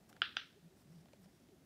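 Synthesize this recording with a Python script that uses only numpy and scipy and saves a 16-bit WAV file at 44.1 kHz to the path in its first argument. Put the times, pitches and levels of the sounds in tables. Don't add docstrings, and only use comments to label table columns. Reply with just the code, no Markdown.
import sys
import numpy as np
from scipy import signal
from scipy.fft import rfft, irfft, next_fast_len
from scipy.io import wavfile
from scipy.ndimage import map_coordinates

SR = 44100
rng = np.random.default_rng(int(sys.argv[2]) if len(sys.argv) > 2 else 0)


def to_wav(s):
    ch = np.atleast_2d(s).T
    pcm = np.round(np.clip(ch, -1, 1) * 32767)
    wavfile.write(sys.argv[1], SR, pcm.astype(np.int16))


def how_loud(loudness_db):
    steps = np.asarray(loudness_db, float) / 20
    return 10 ** steps


N = 72765

# freq_hz, density_db_per_hz
RUMBLE_SPECTRUM = [(15, -36), (25, -1), (107, 1), (199, 2.5), (350, -2.5), (469, -9), (692, -10),
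                   (926, -18.5), (1200, -29.5), (1560, -52.5), (2640, -120)]
# freq_hz, density_db_per_hz
HISS_SPECTRUM = [(530, -31.5), (900, -5), (1950, -2.5), (2120, -4.5), (2300, -5.5), (5000, -7),
                 (15500, -13.5)]
RUMBLE_DB, RUMBLE_LURCH_DB, HISS_DB = -67.5, 1.2, -76
LOW_CUT_HZ, TOP_HZ = 48, 15700

# freq_hz, t60_s
ROOM_T60 = [(600, 0.15), (1500, 0.25), (3500, 0.24), (6000, 0.37)]
# freq_hz, level_db
PRESS_ROOM_TONE = [(1000, -25.5), (1350, -1), (1650, -1.5), (2000, -11.5), (3400, 0), (4400, -14),
                   (5600, -26.5), (6600, -48.5)]
# freq_hz, level_db
RELEASE_ROOM_TONE = [(1050, -22), (1400, 1.5), (2000, -4.5), (3500, 2), (4400, -10.5), (5000, -12),
                     (6100, -17.5), (6900, -44)]
ROOM_DB, ROOM_START_S, ROOM_RISE_S, ROOM_HOLD_S = -46.5, 0.002, 0.0053, 0.03
ROOM_GRAIN_DB, LATE_DB, LATE_STRETCH = 1.5, -19, 3.7
WALL_DELAY_S = [.0045, .0068, .0085, .013, .016, .021]
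WALL_LEVEL_DB = [-24, -17, -20, -17, -19, -23]

# start_s, pitch_hz, level_db
GROAN_PATH = [(0.278, 329.6, -80), (0.352, 229.9, -73), (.48, 288.2, -73.5), (0.579, 405.1, -74),
              (0.634, 147.5, -71.5), (.68, 183.7, -63.5), (0.708, 400.5, -74), (.79, 390, -80.5),
              (.87, 165.2, -72.5), (0.943, 163.4, -64), (1.002, 174.7, -70), (1.119, 305, -72),
              (1.219, 187.9, -64), (1.265, 182.5, -64), (1.339, 395.6, -73.5), (1.432, 222.7, -69.5),
              (1.511, 407.3, -68.5), (1.578, 255.6, -69)]
GROAN_WAVER, GROAN_FLUTTER_DB = 0.06, 5
OVERTONE_DB, GROAN_BLUR_S = -18.5, 0.015
BOOM_HZ, BOOM_WIDTH_HZ, BOOM_DB = 165.5, 36, 7

# start_s, length_s, level_db
FUR_SWELLS = [(0.091, 0.014, -68), (0.076, 0.075, -80.5), (0.754, 0.081, -75), (0.867, 0.18, -77),
              (1.05, 0.056, -95), (1.213, 0.052, -74.5), (1.26, 0.21, -82)]
# freq_hz, density_db_per_hz
FUR_SPECTRUM = [(300, -5.5), (1000, 8), (2500, 2), (4300, 0.5), (5600, 9), (6500, -5), (9500, -0.5),
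                (14000, -12.5)]
# start_s, length_s, level_db
WHISKER_SWELLS = [
    (.088, .021, -72),
    (.76, 0.082, -81.5),
    (1.215, 0.025, -77.5),
]
# freq_hz, density_db_per_hz
WHISKER_SPECTRUM = [(4000, -35), (7500, 2), (9500, -3), (11500, -7), (14000, 0.5), (15600, -9)]
# start_s, length_s, level_db
PAW_SWELLS = [
    (0, 0.058, -75),
    (.075, .13, -71.5),
    (.68, 0.15, -84.5),
    (1.0, 0.11, -85.5),
    (1.25, 0.076, -81),
]
# freq_hz, density_db_per_hz
PAW_SPECTRUM = [(250, -35.5), (450, 2), (800, 4.5), (1000, -8), (1800, -11), (3000, -27)]

# start_s, level_db, pitch_hz, scratch_db
CLAW_TICKS = [(0.1278, -56, 1450, -3), (0.1653, -55.5, 1460, -4.5), (0.211, -68, 1480, -5),
              (0.365, -81, 3020, 26), (.845, -72, 408, -8), (.948, -87, 910, 9), (1.057, -62.5, 710, -5),
              (1.085, -64, 610, -6.5), (1.133, -55, 565, -6.5), (1.258, -63, 611.6, -7),
              (1.487, -59.5, 302.3, -8.5)]
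# freq_hz, density_db_per_hz
SCRATCH_SPECTRUM = [(500, -4), (1500, 4.5), (3500, 1.5), (6000, -3.5), (7500, -8), (15000, -25)]
TICK_CYCLES, SCRATCH_S, TICK_ROOM_DB = 0.9, 0.0031, -22.5

SNAP_START_S = [.2184, .3680]
# level_db, polarity, room_share_db
SNAP_LEVELS = [
    (-23.5, 0.98, 1.5),
    (-26.5, -1.09, -3.5),
]
# freq_hz, level_db, decay_s
PRESS_MODES = [(1456, 0.5, 0.00066), (3030, 2.5, 0.00033), (2534, -13.5, 0.00057), (3500, -9.5, .0005),
               (4860, -15, 0.00034), (730, -27, 0.0018), (1341, -20, 0.0021), (6900, -37, .0003),
               (380, -33.5, 0.0023)]
# freq_hz, level_db, decay_s
RELEASE_MODES = [(1502, -4, 0.00066), (3120, -2.5, 0.00038), (2780, -4.5, 0.00039), (3760, -12.5, 0.0006),
                 (4854, -16.5, 0.00068), (766, -15, 0.00059), (1350, -27, 0.0037), (5820, -19.5, 0.00044),
                 (400, -20.5, 0.0005)]
MODE_LAG_S = [0, .0001, .0001, .0006, .0007, 0, .001, 0, 0]
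NULL_HZ, NULL_Q = 996, 2.5


def unit(x):
    return x / np.sqrt(np.mean(x ** 2) + 1e-20)


def along(points, hz):
    f, v = np.transpose(points)
    return np.interp(np.log(hz + 1), np.log(f + 1), v)


def wobble(rate_hz):
    knots = rng.standard_normal(int(N / SR * 200) + 4)
    return map_coordinates(knots, [np.arange(N) * min(rate_hz, 199) / SR])


def filtered(x, response):
    m = next_fast_len(len(x) + 8192)
    gain = response(np.fft.rfftfreq(m, 1 / SR))
    return irfft(rfft(x, m) * gain, m)[:len(x)]


def noise(spectrum):
    return unit(filtered(rng.standard_normal(N), lambda hz: how_loud(along(spectrum, hz))))


def swells(rows):
    t = np.arange(N) / SR
    out = np.zeros(N)
    for start_s, length_s, level_db in rows:
        progress = np.clip((t - start_s) / length_s, 0, 1)
        out += how_loud(level_db) * np.sin(np.pi * progress) ** 0.5
    return out


def ring(start_s, hz, decay_s):
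    t = np.clip(np.arange(N) / SR - start_s, 0, None)
    envelope = (t / decay_s / 2) ** 2 * np.exp(2 - t / decay_s)
    return envelope * np.sin(2 * np.pi * hz * t)


def room(hits, tone):
    out = np.zeros(N + SR)
    half = SR // 2
    for start_s, level_db in hits:
        grains = rng.standard_normal(half) * how_loud(ROOM_GRAIN_DB * wobble(210)[:half])
        hz, t, z = signal.stft(grains, SR, nperseg=256)
        fall_db = -60 * np.clip(t - ROOM_HOLD_S, 0, None) / along(ROOM_T60, hz)[:, None]
        decay = how_loud(fall_db) + how_loud(LATE_DB + fall_db / LATE_STRETCH)
        colour = how_loud(along(tone, hz)[:, None])
        tail = signal.istft(z * colour * decay, SR, nperseg=256)[1]
        tail = tail / np.sqrt(np.mean(tail[:SR // 20] ** 2))
        t = np.arange(len(tail)) / SR
        build_up = np.clip((t - ROOM_START_S) / ROOM_RISE_S, 0, 1)
        out[round(start_s * SR):][:len(t)] += how_loud(level_db) * tail * build_up
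    return out[:N]


def walls(x):
    taps = np.zeros(SR // 20)
    for delay_s, level_db in zip(WALL_DELAY_S, WALL_LEVEL_DB):
        pair = np.array([0.6, -0.5])
        taps[round(delay_s * SR) + np.array([0, 5])] = how_loud(level_db) * rng.choice([-1, 1]) * pair
    return x + signal.fftconvolve(x, taps)[:N]


def rumble_and_hiss():
    rumble = how_loud(RUMBLE_DB + RUMBLE_LURCH_DB * wobble(20)) * noise(RUMBLE_SPECTRUM)
    return rumble + how_loud(HISS_DB) * noise(HISS_SPECTRUM)


def groan():
    start_s, pitch_hz, level_db = np.transpose(GROAN_PATH)
    t = np.arange(N) / SR
    hz = np.interp(t, start_s, pitch_hz) * (1 + GROAN_WAVER * wobble(30))
    phase = 2 * np.pi * np.cumsum(hz) / SR
    level = how_loud(np.interp(t, start_s, level_db, left=-120) + GROAN_FLUTTER_DB * wobble(35.28))
    tone = level * (np.sin(phase) + how_loud(OVERTONE_DB) * np.sin(2 * phase))
    blur = rng.standard_normal(SR // 5) * np.exp(-t[:SR // 5] / GROAN_BLUR_S)
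    tone = tone + 0.5 * signal.fftconvolve(tone, blur / np.linalg.norm(blur))[:N]
    return filtered(tone, lambda f: how_loud(BOOM_DB * np.exp(-((f - BOOM_HZ) / BOOM_WIDTH_HZ) ** 2)))


def rustle():
    layers = (  # swells, spectrum, grain rate_hz
        (FUR_SWELLS, FUR_SPECTRUM, 150),
        (WHISKER_SWELLS, WHISKER_SPECTRUM, 190),
        (PAW_SWELLS, PAW_SPECTRUM, 60))
    out = np.zeros(N)
    for rows, spectrum, grain_hz in layers:
        out += swells(rows) * noise(spectrum) * how_loud(2.7 * wobble(grain_hz))
    return out


def claws():
    out, grit = np.zeros(N), noise(SCRATCH_SPECTRUM)
    hits = []
    for start_s, level_db, hz, scratch_db in CLAW_TICKS:
        t = np.clip(np.arange(N) / SR - start_s, 0, None)
        decay_s = TICK_CYCLES / hz
        body = ring(start_s, hz, decay_s) + 0.28 * ring(start_s, 1.58 * hz, decay_s)
        scratch = how_loud(scratch_db) * grit * (t > 0) * np.exp(-t / SCRATCH_S)
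        out += how_loud(level_db) * (body + scratch)
        hits.append((start_s, level_db + scratch_db + TICK_ROOM_DB))
    return out + room(hits, RELEASE_ROOM_TONE)


def switch():
    out = np.zeros(N)
    snaps = zip(SNAP_START_S, SNAP_LEVELS, (PRESS_MODES, RELEASE_MODES),
                (PRESS_ROOM_TONE, RELEASE_ROOM_TONE))
    for start_s, (level_db, polarity, share_db), modes, tone in snaps:
        case = np.zeros(N)
        for (hz, mode_db, decay_s), lag_s in zip(modes, MODE_LAG_S):
            case += how_loud(mode_db) * ring(start_s + lag_s, hz, decay_s)
        case = signal.lfilter(*signal.iirnotch(NULL_HZ, NULL_Q, SR), case)
        out += walls(polarity * how_loud(level_db + 3) * case)
        out += room([(start_s, ROOM_DB + share_db)], tone)
    return out


def scene():
    return (rumble_and_hiss() + groan() + rustle() + claws() + switch())[None]


def roll_off(x):
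    return signal.sosfilt(signal.butter(12, 15630, fs=SR, output="sos"), x)


def record(dry):
    def response(hz):
        return (hz < TOP_HZ) * hz ** 3 / (hz ** 3 + LOW_CUT_HZ ** 3)
    mix = filtered(dry[0], response)[None]
    return roll_off(mix)


dry = scene()
out = record(dry)
to_wav(out)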